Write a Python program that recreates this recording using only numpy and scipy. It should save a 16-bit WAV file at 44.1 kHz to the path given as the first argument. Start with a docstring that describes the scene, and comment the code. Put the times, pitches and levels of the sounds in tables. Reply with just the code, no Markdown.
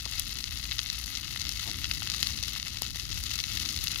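"""Sharp pops over dense crackle and sizzle: dry grass and straw burn at a field's edge, to the left.
Each bursting stalk radiates a shock of about one cycle, trailed by a few milliseconds of scatter from
the straw; countless tiny bursts superpose into hiss. Four dull thumps and one rustle lie among them.
The flames flutter with a soft roar; below them lie a wind rumble and a faint low drone."""
import sys
import numpy as np
from scipy.fft import rfft, irfft, next_fast_len
from scipy.io import wavfile
from scipy.ndimage import map_coordinates

SR = 44100
rng = np.random.default_rng(int(sys.argv[2]) if len(sys.argv) > 2 else 0)


def generate_wav(sig):
    """Save sig (samples, or channels by samples) to the path in sys.argv[1] as 16-bit PCM at SR."""
    pcm = np.round(np.clip(np.atleast_2d(sig).T, -1, 1) * 32767).astype(np.int16)
    wavfile.write(sys.argv[1], SR, pcm)


N = 176400
TOP_HZ = 15750  # band limit

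# the loudest stalk bursts: t/s, shock peak level/dB, f/Hz, scatter re shock/dB
LOUD_BURSTS = [(0.0544, -13.5, 4930, 0), (0.1135, -18, 8100, -10), (0.1966, -2, 8900, -6),
               (0.3293, -18.5, 5010, -8), (0.4412, -9.5, 4540, -11), (0.6396, -19.5, 4630, 1),
               (0.7125, -11.5, 3530, -8), (0.7189, -10.5, 3020, -6.5), (0.7244, -18, 3000, 3),
               (0.7837, -14, 4300, -1), (0.7919, -4.5, 3650, -11), (0.7935, -12.5, 4000, -14),
               (0.8615, -14, 3480, -16), (0.9005, -11, 4860, 1.5), (0.9817, -20, 2900, -7),
               (1.0789, -15.5, 4280.0, -17), (1.1522, -13.5, 4370.0, -5), (1.1716, -16, 4770, 3),
               (1.2793, -20, 2800, 0), (1.3606, -16, 2150, -2.5), (1.4172, -11.5, 5170, -4),
               (1.4684, -13.5, 3820, -7), (1.4922, -10.5, 6400, -3), (1.5222, -14, 4930, -4),
               (1.677, -16, 4360, -5), (1.698, -16, 4700, -3), (1.7141, -13, 4430, 1),
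               (1.8433, -11, 3280, 2.5), (1.8551, -13, 2930, -22), (1.913, -7, 3030, -0.5),
               (2.021, -22, 1800, 5.5), (2.0312, -15, 3510.0, -7), (2.0731, -12, 2800, -4),
               (2.1, -8, 5000, -24), (2.1181, -11.5, 4100, -4), (2.1453, -16, 3260.0, 3),
               (2.2075, -18, 6240.0, 3), (2.2291, -2, 4170, -9), (2.2294, -13.5, 10700, 0),
               (2.2337, -18, 4180, 6), (2.2706, -6.5, 4160, -20), (2.3891, -14, 3630.0, -13),
               (2.4285, -15.5, 5930, 1), (2.4365, -10.5, 4600, -6), (2.4822, -21.5, 5800, 7),
               (2.5525, -15.5, 3300, -7), (2.5992, -12, 3950, -19), (2.6287, -11.5, 4040.0, -13),
               (2.7708, -14.5, 3800, 1.5), (2.8203, -8, 8200, 1), (2.832, -14, 4300, 1),
               (2.8647, -13.5, 3680, -8), (2.9583, -17.5, 4100, -2), (2.998, -13.5, 4440, -2),
               (3.114, -18.5, 4200, 4.5), (3.1285, -13.5, 4350, -5), (3.2378, -13.5, 6100, 1.5),
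               (3.264, -14.5, 4380, -3), (3.3133, -16.5, 3860.0, 5.5), (3.3895, -11, 3930, -1),
               (3.4019, -11, 4440, 1), (3.4392, -13, 3510.0, 2), (3.5727, -15, 3380, 1),
               (3.5992, -17, 5850, 7), (3.6594, -15.5, 4550, 5), (3.6891, -16.5, 5000, 8.5),
               (3.7749, -13, 5060, -6), (3.8404, -8.5, 11700, -5), (3.8711, -12, 3940, 2.5),
               (3.8807, -14, 5140, 2.5), (3.917, -12.5, 5000, 0.5), (3.959, -14, 3270, 2)]
def pops():
    """Impulsive radiation: the loudest stalks burst singly, each with a bright edge."""
    return bursts(LOUD_BURSTS, edge_gain=amp(-20.5))


# colour that ground and microphone give to all crackling: f/Hz, gain/dB
PATH_GAIN = [(450, -14.5), (800, -5), (960, -9.5), (1300, -1.5), (1620, -9.5), (2000, -1.5), (2230, -3.5),
             (2380, -17), (2580, -1.5), (3250, -4), (4150, -0.0), (4500, -2.5), (4830, 0.1), (5150, -6),
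             (5500, -2), (5800, -7.5), (6070, -1), (6400, -8), (6800, -6), (7700, -15), (8900, -16),
             (11200, -5), (13000, -11), (15400, -12)]
def bursts(rows, q=1.15, edge_gain=0, edge_hz=10500, edge_q=4.7):
    """Damped resonance: each stalk gives a shock of about a cycle, followed by its scatter."""
    size, lead = 1024, 16  # samples
    onset, db, pitch, scatter_db = np.transpose(rows)[:, :, None]
    hz = np.fft.rfftfreq(size, 1 / SR)
    over = hz / (1.71 * pitch)
    shock = resonance(hz, pitch, q) / (1 - over ** 2 + 1j * over)  # low-pass above the pitch
    shock += edge_gain * resonance(hz, edge_hz, edge_q)
    shock *= 1j * hz / (1j * hz + 0.15 * pitch)  # high-pass below the pitch
    shock *= minimum_phase(amp(along(PATH_GAIN, hz))) * (hz < TOP_HZ)
    shock *= amp(db) / np.abs(irfft(shock)).max(axis=1, keepdims=True)
    shock *= np.exp(-2j * np.pi * hz * lead / SR)
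    waves = irfft(shock * (1 + scatter(scatter_db, size)) * from_left(hz)[:, None])
    at = np.maximum(np.round(onset * SR).astype(int) - lead + np.arange(size), 0)
    return np.array([np.bincount(at.ravel(), wave.ravel(), N)[:N] for wave in waves])


def scatter(db, size, t60=0.011, rise_s=0.00032):
    """Scattering: the straw around each burst returns a decaying spray, given as stereo spectra."""
    t, hz = np.arange(size) / SR, np.fft.rfftfreq(size, 1 / SR)
    spray = rng.standard_normal((2, len(db), size))
    spray *= np.exp(0.31 * rng.standard_normal((len(db), size)))
    spray *= amp(-60 * t / t60) * (1 - np.exp(-(t / rise_s) ** 2))
    spray *= amp(db) / np.linalg.norm(spray, axis=-1, keepdims=True)
    return partly_coherent(rfft(spray), hz)


def crackle(heat_db, count=1300, centre_hz=3990, max_octaves=1.6, ceiling_db=-18):
    """Shot noise: small stalks burst at random times, louder where the fire flares."""
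    at = rng.integers(0, N, count)
    strength, pitch, spray = rng.standard_normal((count, 3)).T
    octave = max_octaves * np.tanh(0.45 * pitch / max_octaves)
    db = -25.5 + 4.5 * strength + 0.79 * heat_db[at]
    db = ceiling_db - np.abs(ceiling_db - db)  # any excess folds back down
    db += 4 * np.minimum(octave, 0)  # low bursts peak less
    return bursts(np.column_stack([at / SR, db, centre_hz * 2 ** octave, -6 + 3 * spray]))


def ticks(heat_db, count=420, centre_hz=10370, ceiling_db=-21, scatter_db=-2):
    """Brittle fracture: the thinnest fibres snap with tiny, bright ticks."""
    at = rng.integers(0, N, count)
    strength, pitch = rng.standard_normal((count, 2)).T
    db = -33 + 6.5 * strength + 0.5 * heat_db[at]
    db = ceiling_db - np.abs(ceiling_db - db)
    hz = centre_hz * 2 ** (0.2 * pitch)
    return bursts(np.column_stack([at / SR, db, hz, np.full(count, scatter_db)]), q=2.4)


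# sizzle spectrum before the path colours it: f/Hz, relative density level/dB
SIZZLE_SPECTRUM = [(200, -19), (600, -13), (1300, -8), (2200, -2.5), (4200, 0.5), (7000, 1), (11000, -3.5),
                   (15500, -6.5)]
def sizzle(heat_db, grain_db=4):
    """Superposition: countless tiny, distant bursts merge into a grainy hiss."""
    grains = rng.standard_normal((2, N))
    grains *= amp(grain_db * np.repeat(rng.standard_normal(N), 16)[:N])
    hiss = diffuse(grains, lambda hz: along(PATH_GAIN, hz) + along(SIZZLE_SPECTRUM, hz))
    return amp(-38.5 + heat_db + 2.7 * wobble(220)) * hiss


# how hard the fire burns: t/s, relative level/dB
BLAZE_LEVEL = [(0.0, -39.5), (0.22, -38), (0.65, -40.5), (0.9, -38), (1.3, -39), (1.58, -37.5),
               (1.79, -38.5), (2.26, -35.5), (2.66, -39), (2.81, -41), (2.9, -39.5), (3.24, -37),
               (3.55, -33.5), (4.0, -35)]
def heat(flare_db=1.48, flare_rate=28):
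    """Common modulation: slow swells and quick flare-ups form one level curve, in dB."""
    return swell(BLAZE_LEVEL) + flare_db * wobble(flare_rate)


# dull thumps among the crackle: t/s, peak level/dB, t60/s
THUMP_EVENTS = [(0.062, -30.5, 0.004), (2.428, -39, 0.02), (2.82, -23.5, 0.0016), (2.958, -36, 0.0055)]
# their colour: f/Hz, gain/dB
THUMP_GAIN = [(90, -44), (200, -1), (350, -7), (550, -5), (850, -4.5), (1100, -3), (1500, -25.5),
              (3000, -19), (6000, -42)]
def thumps(push=7, size=8192):
    """Transient excitation: each thump is one low push with an exponentially decaying puff of noise."""
    out = np.zeros((2, N + size))
    t, hz = np.arange(size) / SR, np.fft.rfftfreq(size, 1 / SR)
    colour = minimum_phase(amp(along(THUMP_GAIN, hz))) * from_left(hz)
    for onset, db, t60 in THUMP_EVENTS:
        puff = rng.standard_normal(size) * amp(-60 * t / t60)
        thump = irfft((push + rfft(puff)) * colour)
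        out[:, round(onset * SR):][:, :size] += amp(db) * thump / np.abs(thump).max()
    return out[:, :N]


# strength of the flames' roar: t/s, relative level/dB
FLAME_LEVEL = [(0.0, -57), (0.42, -51), (0.44, -54), (0.96, -57), (1.15, -54.5), (1.65, -54.5),
               (1.67, -46.5), (1.9, -52.5), (2.02, -48.5), (2.13, -47.5), (2.17, -52), (2.76, -55.5),
               (3.18, -53.5), (3.68, -52), (3.85, -55), (4.0, -50.5)]
# roar spectrum: f/Hz, relative density level/dB
ROAR_SPECTRUM = [(50, -28), (130, 0), (200, -1.5), (270, -2.5), (340, -8), (440, -17.5), (650, -31),
                 (1500, -27.5)]
def roar(heat_db, flutter_db=2.5, flutter_rate=55):
    """Combustion noise: the flames flutter in quick, soft gusts and jump when the fire flares."""
    db = -51 + 0.88 * swell(FLAME_LEVEL) + 0.31 * heat_db + flutter_db * wobble(flutter_rate)
    return amp(db) * diffuse(rng.standard_normal((2, N)), lambda hz: along(ROAR_SPECTRUM, hz))


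def rustle(at_s=1.68, width_s=0.028, centre_hz=800, db=-46.5):
    """Band noise under a Gaussian envelope: one soft, low rustle swells and fades."""
    envelope = np.exp(-((np.arange(N) / SR - at_s) / width_s) ** 2)
    band = diffuse(rng.standard_normal((2, N)), lambda hz: -10 * np.log2((hz + 1) / centre_hz) ** 2)
    return amp(db) * envelope * band


# strength of the gusts: t/s, relative level/dB
GUST_LEVEL = [(0, -43.5), (0.17, -43), (0.45, -47.5), (0.7, -42.5), (1.1, -48), (1.8, -39.5), (2.7, -46),
              (3.1, -41.5), (4, -40.5)]
# wind spectrum: f/Hz, relative density level/dB
WIND_SPECTRUM = [(20, -22), (31, -14), (42, 5), (52, -1), (80, 3.5), (105, -3.5), (150, -11), (250, -23.5),
                 (500, -42.5)]
def rumble(shared=0.51, right_db=-2.5):
    """Turbulence: wind rumbles, partly alike on both sides; wind and drone swell with the gusts."""
    noise = rng.standard_normal((3, N))
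    left, right, common = filtered(noise, lambda hz: amp(along(WIND_SPECTRUM, hz)))
    wind = unit(np.array([left, right]) + shared * common) * amp(-44 + 2.4 * wobble(11))
    return (wind + drone()) * amp(0.61 * swell(GUST_LEVEL)) * amp([[0], [right_db]])


# partials of the low drone: f/Hz, rms level before the gusts/dB
DRONE_PARTIALS = [(57.5, -47.5), (115.5, -54.5)]
def drone(waver_db=2.44, waver_hz=2.235):
    """Random modulation: two low tones, about an octave apart, waver in level and frequency."""
    out = np.zeros(N)
    for hz, db in DRONE_PARTIALS:
        amplitude = np.sqrt(2) * amp(db + waver_db * wobble(9.9))
        phase = 2 * np.pi * np.cumsum(hz + waver_hz * wobble(8)) / SR
        out += amplitude * np.sin(phase)
    return out


# the fire on the right side, relative to the left: f/Hz, gain/dB
RIGHT_SHADOW = [(150, -4), (300, -8), (800, -17), (1400, -15), (2700, -9.5), (4200, -14.5), (5300, -16),
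                (8000, -25.5), (11000, -29), (15000, -47)]
def from_left(hz, lag_s=0.00008):
    """Acoustic shadow and travel time: the fire reaches the right side weaker and later."""
    right = amp(along(RIGHT_SHADOW, hz)) * np.exp(-2j * np.pi * hz * lag_s)
    return np.array([np.ones(len(hz)), right])


# likeness of the two sides for scattered sound: f/Hz, coherence (0-1)
COHERENCE = [(100, 0.92), (300, 0.92), (550, 0.1), (1300, 0.6), (2700, 0.24), (4500, 0.35), (7000, 0)]
def partly_coherent(pair, hz):
    """Partial coherence: two independent spectra mix into a left and a right one."""
    k = np.clip(along(COHERENCE, hz), 0, 1)
    return np.array([pair[0], k * pair[0] + np.sqrt(1 - k * k) * pair[1]])


def diffuse(pair, colour_db):
    """Diffuse sound: two noises form a wide source on the fire's side, rms 1 on the left."""
    hz = np.fft.rfftfreq(N, 1 / SR)
    x = irfft(partly_coherent(rfft(pair), hz) * from_left(hz) * amp(colour_db(hz)), N)
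    return x / x[0].std()


def resonance(hz, centre_hz, q):
    """Band-pass response of a damped oscillator."""
    damping = 1j * hz * centre_hz / q
    return damping / (centre_hz ** 2 - hz ** 2 + damping)


def minimum_phase(gain):
    """Causality: folding the cepstrum gives the minimum-phase response with this gain."""
    cepstrum = irfft(np.log(gain + 1e-6))
    half = len(cepstrum) // 2
    cepstrum[1:half] *= 2
    cepstrum[half + 1:] = 0
    return np.exp(rfft(cepstrum))


def filtered(x, response):
    """Linear filtering: the spectrum of x times a frequency response."""
    size = next_fast_len(N + SR // 4)
    return irfft(rfft(x, size) * response(np.fft.rfftfreq(size, 1 / SR)), size)[..., :N]


def amp(db):
    """Level to amplitude ratio."""
    return 10 ** (np.asarray(db) / 20)


def unit(x):
    """Normalisation to rms 1."""
    return x / np.sqrt(np.mean(x ** 2) + 1e-20)


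def along(points, hz):
    """Interpolation of (f/Hz, value) points on a log frequency axis."""
    f, value = np.transpose(points)
    return np.interp(np.log(hz + 1), np.log(f + 1), value)


def swell(rows):
    """Interpolation of (t/s, level/dB) points per sample, about their mean."""
    t, db = np.transpose(rows)
    return np.interp(np.arange(N) / SR, t, db - db.mean())


def wobble(rate):
    """Smooth random fluctuation, rate knots a second."""
    return map_coordinates(rng.standard_normal(2048), [np.arange(N) * rate / SR + 2], mode="wrap")


def scene():
    """Superposition: one blaze drives crackle, ticks, sizzle and roar; the wind rumbles beneath."""
    heat_db = heat()
    fire = crackle(heat_db) + ticks(heat_db) + sizzle(heat_db) + pops() + thumps() + rustle()
    return fire + roar(heat_db) + rumble()


def record(dry):
    """Band limiting: a steep low-pass removes the highest treble."""
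    return filtered(dry, lambda hz: 1 / (1 + (hz / TOP_HZ) ** 160))


dry = scene()
out = record(dry)
generate_wav(out)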